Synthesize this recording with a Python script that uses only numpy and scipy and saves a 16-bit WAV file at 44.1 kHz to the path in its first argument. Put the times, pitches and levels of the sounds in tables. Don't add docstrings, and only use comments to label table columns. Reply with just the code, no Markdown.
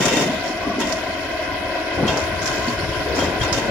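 import sys
import numpy as np
from scipy import signal
from scipy.fft import rfft, irfft, next_fast_len
from scipy.io import wavfile

SR = 44100
rng = np.random.default_rng(int(sys.argv[2]) if len(sys.argv) > 2 else 0)


def master_out(mix):
    frames = np.transpose(np.atleast_2d(mix))
    ceiling = np.clip(frames, -1, 1)
    pcm = np.round(ceiling * 32767).astype(np.int16)
    wavfile.write(sys.argv[1], SR, pcm)


N = 163170
T = np.arange(N) / SR


def from_db(db):
    return 10 ** (np.asarray(db) / 20)


def rms_one(x):
    return x / np.sqrt(np.mean(x ** 2) + 1e-20)


def pan(db):
    return from_db(np.array([[db], [-db]]) / 2)


def level(rows):
    return from_db(np.interp(T, *np.transpose(rows)))


def at_hz(points, hz):
    f, v = np.transpose(points)
    return np.interp(np.log(hz), np.log(f), v)


def drift(rate):
    step = 40
    r = np.exp(-2 * np.pi * rate * step / SR)
    settle = 2000
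    noise = rng.standard_normal(N // step + settle + 2)
    slow = signal.lfilter([1], [1, -2 * r, r * r], noise)[settle:]
    return np.interp(np.arange(N) / step, np.arange(len(slow)), rms_one(slow))


def band(x, low, high):
    edges = [max(low, 10), min(high, SR / 2 - 100)]
    return signal.sosfilt(signal.butter(2, edges, "band", fs=SR, output="sos"), x)


def around(x, hz, width):
    return band(x, hz - width / 2, hz + width / 2)


def stereo(pair, alike):
    c = np.clip(alike, -.99, .99)
    return np.sqrt(1 + c) * pair[0] + np.sqrt(1 - c) * pair[1] * np.array([[1], [-1]])


# (f/Hz, correlation)
LIKENESS = [(50, 0.93), (200, 0.97), (500, 0.95), (1000, 0.72), (2000, 0.43), (4000, -0.25), (8000, 0.01),
            (15000, -0.16)]


def likeness(hz):
    return at_hz(LIKENESS, hz)


def coloured(spectrum, excitation=1, patchy_db=0):
    edges = np.geomspace(spectrum[0][0], spectrum[-1][0], 2 * len(spectrum) + 1)
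    white = rng.standard_normal((2, 2, N)) * excitation
    out = 0
    for k, (low, high) in enumerate(zip(edges, edges[1:])):
        hz = np.sqrt(low * high)
        gain = from_db(at_hz(spectrum, hz) + patchy_db * drift(15.4))
        out = out + gain * stereo(band(white[k % 2], low, high), likeness(hz))
    return rms_one(out)


def contacts(per_s, spread_db, decay_s):
    strength = from_db(spread_db * np.minimum(rng.exponential(1, N), 3))
    hits = (rng.random(N) < per_s / SR) * strength
    power = signal.lfilter([1], [1, -np.exp(-2 / (decay_s * SR))], hits ** 2 + 1e-12)
    return np.sqrt(rms_one(power))


def bursts(rows, attack_s, release_s):
    power = 0
    for s, hold, db in rows:
        attack = np.clip((T - s) / attack_s, 0, 1)
        release = np.exp(-np.maximum(T - s - hold, 0) / release_s)
        power = power + (from_db(db) * attack * release) ** 2
    return np.sqrt(power)


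def blow(s, db, decay_s):
    return from_db(db) * (T >= s) * np.exp(-np.maximum(T - s, 0) / decay_s)


def ring(x, hz, t60):
    r = np.exp(-np.log(1000) / (t60 * SR))
    w = 2 * np.pi * hz / SR
    edge = np.sqrt(1 - r)
    return signal.lfilter([edge, 0, -edge], [1, -2 * r * np.cos(w), r * r], x + 1e-12)


CRANK_HZ, FIRINGS_PER_TURN, SPEED_WOBBLE = 35.3, 3, 0.00299
FIRING_DECAY_S, FIRING_SPREAD_DB, STEADY_SHARE = 0.026, 0.5, 0.8
CYLINDERS_DB = [-1, -0.6, -2.3, -3.6, -2.5, -2.5]


def combustion():
    turns = np.cumsum(CRANK_HZ * (1 + SPEED_WOBBLE * drift(2.4))) / SR
    firing = turns * FIRINGS_PER_TURN
    k = firing.astype(int)
    spread = FIRING_SPREAD_DB * rng.standard_normal(N)[k]
    strength = from_db(np.take(CYLINDERS_DB, k, mode="wrap") + spread)
    decay = np.exp(-(firing % 1) / (CRANK_HZ * FIRINGS_PER_TURN * FIRING_DECAY_S))
    return turns, STEADY_SHARE + rms_one(strength * decay)


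TURN_MID_S, TURN_TIME_S = 2.26, 0.72


def turning():
    return np.tanh((T - TURN_MID_S) / TURN_TIME_S) / 2


HOUSING_FLICKER_DB, HOUSING_FLICKER_HZ = .8, 26
# (f/Hz, width/Hz, relative level/dB, left-right correlation, change over the turn/dB)
HOUSING = [(326, 102, -35.5, 0.87, 0), (568, 110, -36, 0.7, -0.5), (646, 62, -42, 0.6, 1.5),
           (705.4, 71, -35.5, 0.75, -5), (1010, 98, -34, 0.62, 0.5), (1533, 210, -34, 0.3, 1),
           (2002, 225, -38, 0.34, -2.5), (2545, 170, -41, 0.1, -2.5), (3100, 360, -45, 0, -2)]
# (t/s, relative level/dB)
DRONE = [(0, 2), (.9, -0.5), (1.4, 1), (1.9, 2), (2.2, 3.5), (2.39, 1.5), (2.55, 4), (2.85, 0.5), (3.3, 4),
         (3.7, 2.5)]


def housing(puffs):
    turned = turning()
    out = 0
    for hz, width, db, alike, change in HOUSING:
        noise = around(rng.standard_normal((2, N)) * puffs, hz, width)
        out = out + from_db(db + change * turned) * rms_one(stereo(noise, alike))
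    return level(DRONE) * from_db(HOUSING_FLICKER_DB * drift(HOUSING_FLICKER_HZ)) * out


TONE_WAVER_DB, TONE_WAVER_HZ = 1.6, 4
# (multiple of the crank rate, mean level/dB, change over the turn/dB)
ORDERS = [(1, -46.5, 1), (2, -46, 1), (3, -50.5, 4), (12, -41.5, 8), (18, -35, -0.5)]


def pump_hum(turns):
    turned = turning()
    out = 0
    for order, db, change in ORDERS:
        tone = rms_one(np.sin(2 * np.pi * (order * turns + rng.random())))
        out = out + from_db(db + change * turned + TONE_WAVER_DB * drift(TONE_WAVER_HZ)) * tone
    return out


EXHAUST_DB, EXHAUST_FLICKER_DB, EXHAUST_FLICKER_HZ = 0.5, 0.5, 6
# (t/s, relative level/dB)
RUMBLE = [(0.0, -41), (0.3, -42), (1.45, -42), (1.62, -33.5), (1.85, -55), (2.01, -31), (2.2, -33.5),
          (2.6, -35.5), (3.0, -30.5), (3.7, -29.5)]
# (f/Hz, relative level per Hz/dB)
EXHAUST = [(30, -18), (39, -13), (50, 6.5), (74, 6), (110, -3), (170, -7.5), (300, -33), (600, -35)]


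def exhaust(puffs):
    flicker = from_db(EXHAUST_DB + EXHAUST_FLICKER_DB * drift(EXHAUST_FLICKER_HZ))
    return flicker * level(RUMBLE) * coloured(EXHAUST, puffs, patchy_db=4.0)


# (t/s, level/dB)
ROAR_LEVEL = [(0, -44), (.55, -37.5), (1.0, -34), (1.4, -47.5), (1.65, -41), (1.85, -41), (2.15, -34),
              (2.4, -41.5), (2.55, -34), (2.85, -43.5), (3.3, -36.5), (3.7, -26.5)]
# (f/Hz, relative level per Hz/dB)
ROAR = [(95, 7), (150, 1), (200, 10), (280, 4.5), (380, -3.5), (460, 2.5), (560, 6.5), (800, 10.5)]


def roar(puffs):
    return level(ROAR_LEVEL) * coloured(ROAR, puffs, patchy_db=5.0)


FAN_DB, FAN_STEADY_SHARE = -36.5, 5.3
# (t/s, level above base/dB)
FAN_SWELL = [(0, 6), (.65, 1.5), (1.1, 2.5), (1.7, 1), (2.3, 4), (2.9, 5), (3.7, 3)]
# (f/Hz, relative level per Hz/dB)
FAN = [(100, -1), (250, -17), (480, -10.5), (850, -26), (1200, -4.5), (2300, -8), (3600, -7), (5300, -6.5),
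       (6500, -14.5), (8100, -55), (9700, -17.5), (12000, -39), (15500, -19.5)]


def fan(puffs):
    return from_db(FAN_DB) * level(FAN_SWELL) * coloured(FAN, FAN_STEADY_SHARE + puffs, patchy_db=2.0)


def engine():
    turns, puffs = combustion()
    return housing(puffs) + pump_hum(turns) + exhaust(puffs) + roar(puffs) + fan(puffs)


TAPPETS_DB, TAPPET_LOW_HZ, TAPPET_HIGH_HZ = -45.5, 3900, 5100
TAPPETS_PER_S, TAPPET_SPREAD_DB, TAPPET_DECAY_S = 140, 2.5, .003


def tappets():
    ticks = rng.standard_normal((2, N)) * contacts(TAPPETS_PER_S, TAPPET_SPREAD_DB, TAPPET_DECAY_S)
    return from_db(TAPPETS_DB) * rms_one(band(ticks, TAPPET_LOW_HZ, TAPPET_HIGH_HZ))


# (f/Hz, level/dB)
IDLER = [(80.7, -51)]


def idler():
    return sum(from_db(db) * rms_one(np.sin(2 * np.pi * hz * T + drift(1.0))) for hz, db in IDLER)


SHUDDER_ATTACK_S, SHUDDER_RELEASE_S = 0.0052, 0.049
# (start t/s, hold/s, level/dB, centre f/Hz, width/octaves)
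SHUDDERS = [(-.03, 0.28, -23, 260, 1.55), (0.225, 0.11, -28.5, 228, 0.62), (.455, 0.039, -30, 286, 0.78),
            (0.662, 0.047, -27, 264, 0.99), (0.764, 0.09, -27, 270, 0.8), (1.972, 0.063, -24.5, 190, 2.7),
            (2.019, 0.09, -24.5, 200, 3.1), (2.08, 0.1, -25.5, 527, 1.2), (2.452, 0.091, -34, 387, 1.5),
            (3.056, 0.11, -26.5, 424, 0.68), (3.162, 0.12, -24, 360, 1.9), (3.37, 0.33, -33, 422, 0.88),
            (3.5, 0.11, -33, 110, 3.4)]


def shudders():
    out = 0
    for s, hold, db, hz, octaves in SHUDDERS:
        judder = rng.standard_normal((2, N)) * contacts(per_s=300, spread_db=1.5, decay_s=0.0088)
        half = 2 ** (octaves / 2)
        body = rms_one(stereo(band(judder, hz / half, hz * half), likeness(hz)))
        out = out + bursts([(s, hold, db)], SHUDDER_ATTACK_S, SHUDDER_RELEASE_S) * body
    return out


JINGLE_LOW_HZ, JINGLE_HIGH_HZ, JINGLES_PER_S, JINGLE_T60_S = 2184, 7390, 450, .03


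def jingle(count=28):
    struck = rng.random(N) < JINGLES_PER_S / SR
    part = rng.integers(0, count, N)
    clicks = struck * rng.standard_normal((2, N))
    pitches = np.geomspace(JINGLE_LOW_HZ, JINGLE_HIGH_HZ, count)
    return rms_one(sum(ring(clicks * (part == k), hz, JINGLE_T60_S) for k, hz in enumerate(pitches)))


RATTLE_ATTACK_S, RATTLE_RELEASE_S, CLANK_CHATTER_S = .022, 0.074, 0.026
RATTLE_PAN_DB, RATTLE_RING_DB, JINGLE_DB = -1.5, -2.5, -11
# (start t/s, hold/s, relative level/dB)
RATTLES = [(-.03, 0.19, -23), (.15, 0.047, -28), (.2, 0.023, -29.5), (.785, 0.06, -29.5), (2.06, 0.04, -29),
           (2.13, 0.054, -42), (2.665, 0.03, -37), (3.14, 0.078, -31.5), (3.395, 0.026, -29),
           (3.515, 0.05, -28.5)]
# (f/Hz, relative level per Hz/dB)
RATTLE = [(150, -1), (300, 3), (600, -6.5), (1200, 0), (2000, -1), (3000, 0.5), (4100, -28), (5600, 4.5),
          (7300, 3.5), (8500, -15.5), (11000, -24), (15500, -16)]
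# (t/s, driving level/dB)
CLANKS = [(0.051, -41), (.166, -31), (0.801, -28), (2.075, -27), (2.095, -42), (3.185, -34), (3.222, -43),
          (3.412, -32)]
# (f/Hz, relative level/dB, t60/s)
STEEL = [(541, 2.5, 0.044), (736, -11, 0.059), (913, 0.5, 0.12), (947, -1, 0.029), (1364, -2.5, 0.07),
         (1895, 0.5, 0.048), (2577, -9.5, 0.15), (2730, 0, 0.078), (3162, -7, 0.074), (3626, 1.5, 0.063),
         (4480, -5.5, 0.028), (5216, -5.5, 0.02), (5400, -40, 0.066), (5680, -3.5, 0.063)]


def drill_string():
    chatter = contacts(per_s=510, spread_db=6.5, decay_s=0.018)
    effort = bursts(RATTLES, RATTLE_ATTACK_S, RATTLE_RELEASE_S)
    knocks = sum(blow(s, db, CLANK_CHATTER_S) for s, db in CLANKS)
    force = from_db(RATTLE_RING_DB) * effort * chatter + knocks
    total = np.sqrt(sum(from_db(db) ** 2 for _, db, _ in STEEL))
    modes = 0
    for hz, db, t60 in STEEL:
        mode = ring(rng.standard_normal((2, N)) * force, hz, t60)
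        modes = modes + from_db(db) / total * stereo(mode, likeness(hz))
    loose = coloured(RATTLE, chatter, patchy_db=0.5) + from_db(JINGLE_DB) * jingle()
    return (modes + effort * loose) * pan(RATTLE_PAN_DB)


CRUNCH_ATTACK_S, CRUNCH_RELEASE_S, CRUNCH_PAN_DB = .018, 0.046, 2.5
GRAINS_PER_S, GRAIN_SPREAD_DB, GRAIN_DECAY_S = 700, 3, .0015
# (t/s, level/dB, decay/s, left minus right/dB)
CRACKS = [(0.055, -14, 0.015, 8), (.169, -22, 0.019, 10), (.24, -27, 0.0092, 4), (.803, -23, 0.006, 9),
          (.813, -28, 0.0068, 8), (.872, -25, .005, 2), (0.924, -18.5, 0.0074, -4), (2.08, -29, 0.018, -10),
          (2.172, -19.5, 0.008, -3), (2.457, -21.5, 0.0041, -8), (2.477, -21, 0.0046, -4),
          (3.527, -16.5, 0.016, -5)]
# (start t/s, hold/s, level/dB)
CRUNCHES = [(.43, 0.046, -33.5), (.86, 0.14, -36.5), (2.17, 0.039, -32), (2.41, 0.051, -26),
            (2.445, 0.077, -29), (2.52, 0.18, -35.5), (3.15, 0.075, -30), (3.53, 0.034, -38)]
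# (f/Hz, relative level per Hz/dB)
GRIT = [(1200, 8.5), (3000, -5), (4500, 4.5), (5600, 9.5), (7300, 6.5), (8400, -29), (10000, -16),
        (15500, -24)]


def grit():
    cracks = sum(blow(s, db, decay) * pan(side) for s, db, decay, side in CRACKS) * coloured(GRIT)
    grains = coloured(GRIT, contacts(GRAINS_PER_S, GRAIN_SPREAD_DB, GRAIN_DECAY_S))
    crunch = bursts(CRUNCHES, CRUNCH_ATTACK_S, CRUNCH_RELEASE_S) * grains
    return crunch * pan(CRUNCH_PAN_DB) + cracks


CLINK_DECAY_S, CLINK_WIDTH_HZ = 0.019, 370
# (t/s, level/dB, centre f/Hz)
CLINKS = [(.089, -30, 3100), (.18, -36, 3670), (.214, -27, 6940), (.435, -51, 5400), (.477, -32, 5470),
          (.816, -28.5, 3230), (1.119, -32, 4350), (2.681, -25.5, 4540), (2.79, -29.5, 4440),
          (2.81, -31, 5430), (3.151, -27, 5270), (3.487, -31, 4900)]


def clinks():
    out = 0
    for s, db, hz in CLINKS:
        cluster = rms_one(around(rng.standard_normal((2, N)), hz, CLINK_WIDTH_HZ))
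        out = out + blow(s, db, CLINK_DECAY_S) * cluster
    return out


PANEL_HZ, PANEL_DETUNE, PANEL_ATTACK_S, PANEL_DECAY_S = 660, 0.049, 0.0092, 0.0085
# (t/s, level/dB)
PANEL_KNOCKS = [(0.226, -22), (0.276, -20.5), (0.331, -20.5), (0.692, -21.5), (0.869, -23), (0.925, -22),
                (0.963, -23), (1.028, -25), (1.093, -24), (1.324, -27), (1.346, -24), (1.389, -23),
                (1.871, -32)]


def panel():
    out = 0
    for s, db in PANEL_KNOCKS:
        detune, turn = rng.uniform(-1, 1, 2)
        tone = np.sin(2 * np.pi * PANEL_HZ * (1 + PANEL_DETUNE * detune) * T + np.pi * turn)
        out = out + bursts([(s, PANEL_ATTACK_S, db)], PANEL_ATTACK_S, PANEL_DECAY_S) * rms_one(tone)
    return out


THUMP_ATTACK_S, THUMP_OVERTONE, THUMP_OVERTONE_DB = 0.0038, 1.35, -6
# (t/s, level/dB, f/Hz, decay/s)
THUMPS = [(0.235, -26, 250, 0.01), (.69, -23, 292, 0.015), (.783, -20, 297, .012), (1.971, -25, 96, 0.022),
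          (2.027, -17.5, 162, 0.013), (2.052, -18, 232, 0.013), (2.088, -26, 75, .018),
          (2.317, -27.5, 213, .012), (2.674, -20.5, 240, 0.023), (2.59, -27, 80, .014),
          (2.83, -23, 120, 0.016), (2.89, -23, 101, .01), (3.005, -26, 90, 0.011), (3.28, -20, 101, 0.0077),
          (3.411, -18, 85, .02), (3.52, -20.5, 117, 0.0074)]


def thumps_and_buffets():
    out = 0
    for s, db, hz, decay_s in THUMPS:
        phase = 2 * np.pi * hz * (T - s)
        overtone = from_db(THUMP_OVERTONE_DB) * np.sin(THUMP_OVERTONE * phase)
        envelope = bursts([(s, THUMP_ATTACK_S, db)], THUMP_ATTACK_S, decay_s)
        out = out + envelope * rms_one(np.sin(phase) + overtone)
    return out


GROAN_WANDER, GROAN_WANDER_HZ = 0.029, 56
GROAN_ATTACK_S, GROAN_RELEASE_S = 0.02, 0.016
# (start t/s, hold/s, level/dB, mean f/Hz)
GROANS = [(0.604, 0.17, -35.5, 1112), (0.793, .05, -34.5, 1043), (2.59, 0.168, -32.5, 1045),
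          (3.146, .11, -30, 960)]


def groans():
    phase = 2 * np.pi * np.cumsum(1 + GROAN_WANDER * drift(GROAN_WANDER_HZ)) / SR
    out = 0
    for s, hold, db, hz in GROANS:
        rough = rms_one(np.sin(hz * phase) * from_db(3.6 * drift(47)))
        out = out + bursts([(s, hold, db)], GROAN_ATTACK_S, GROAN_RELEASE_S) * rough
    return out


SQUEAK_HZ, SQUEAK_WANDER = 3220, .007
SQUEAK_ATTACK_S, SQUEAK_RELEASE_S = 0.0029, 0.0091
# (start t/s, hold/s, level/dB)
SQUEAKS = [(2.078, 0.015, -25), (3.19, 0.045, -32.5), (3.411, 0.0084, -24.5)]


def squeaks():
    phase = 2 * np.pi * np.cumsum(SQUEAK_HZ * (1 + SQUEAK_WANDER * drift(120.0))) / SR
    return bursts(SQUEAKS, SQUEAK_ATTACK_S, SQUEAK_RELEASE_S) * rms_one(np.sin(phase)) * pan(db=-3)


def scene():
    running = engine() + tappets() + idler()
    steel = shudders() + drill_string() + clinks() + panel() + squeaks()
    return running + steel + thumps_and_buffets() + grit() + groans()


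CUTOFF_HZ = 15750
# (f/Hz, level/dB, left minus right/dB)
TONE_BALANCE = [(60, -3, 1.5), (134, 1.5, 6), (222, 1.5, -2.5), (435, 0, 7.5), (740, -0.5, 0.5),
                (1080, -2, 3), (1170, 1.5, 7), (1270, -1.5, 0), (1810, -1, 5), (2230, 3, -1),
                (2770, -0.5, 3), (3030, 2, 4.5), (3580, 0, 6), (4300, -1.5, -21.5), (5400, -1.5, -13),
                (6560, -5, 3), (7640, 1, 23), (7740, -10, -5), (9350, 2, 19), (10700, 1.5, 18),
                (13000, 1.5, 6.5), (15500, -0.5, -5)]


def record(dry):
    size = next_fast_len(N + SR // 10)
    log_hz = np.log(np.maximum(np.arange(size // 2 + 1) * SR / size, 1))
    hz, *columns = np.transpose(TONE_BALANCE)
    db, balance_db = (np.interp(log_hz, np.log(hz), c) for c in columns)
    sides = from_db(np.array([balance_db, -balance_db]) / 2)
    sides = sides / np.sqrt(np.mean(sides ** 2, axis=0))
    shaped = irfft(rfft(dry, size) * from_db(db) * sides, size)[:, :N]
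    return signal.sosfilt(signal.ellip(12, .1, 80, CUTOFF_HZ, fs=SR, output="sos"), shaped)


dry = scene()
out = record(dry)
master_out(out)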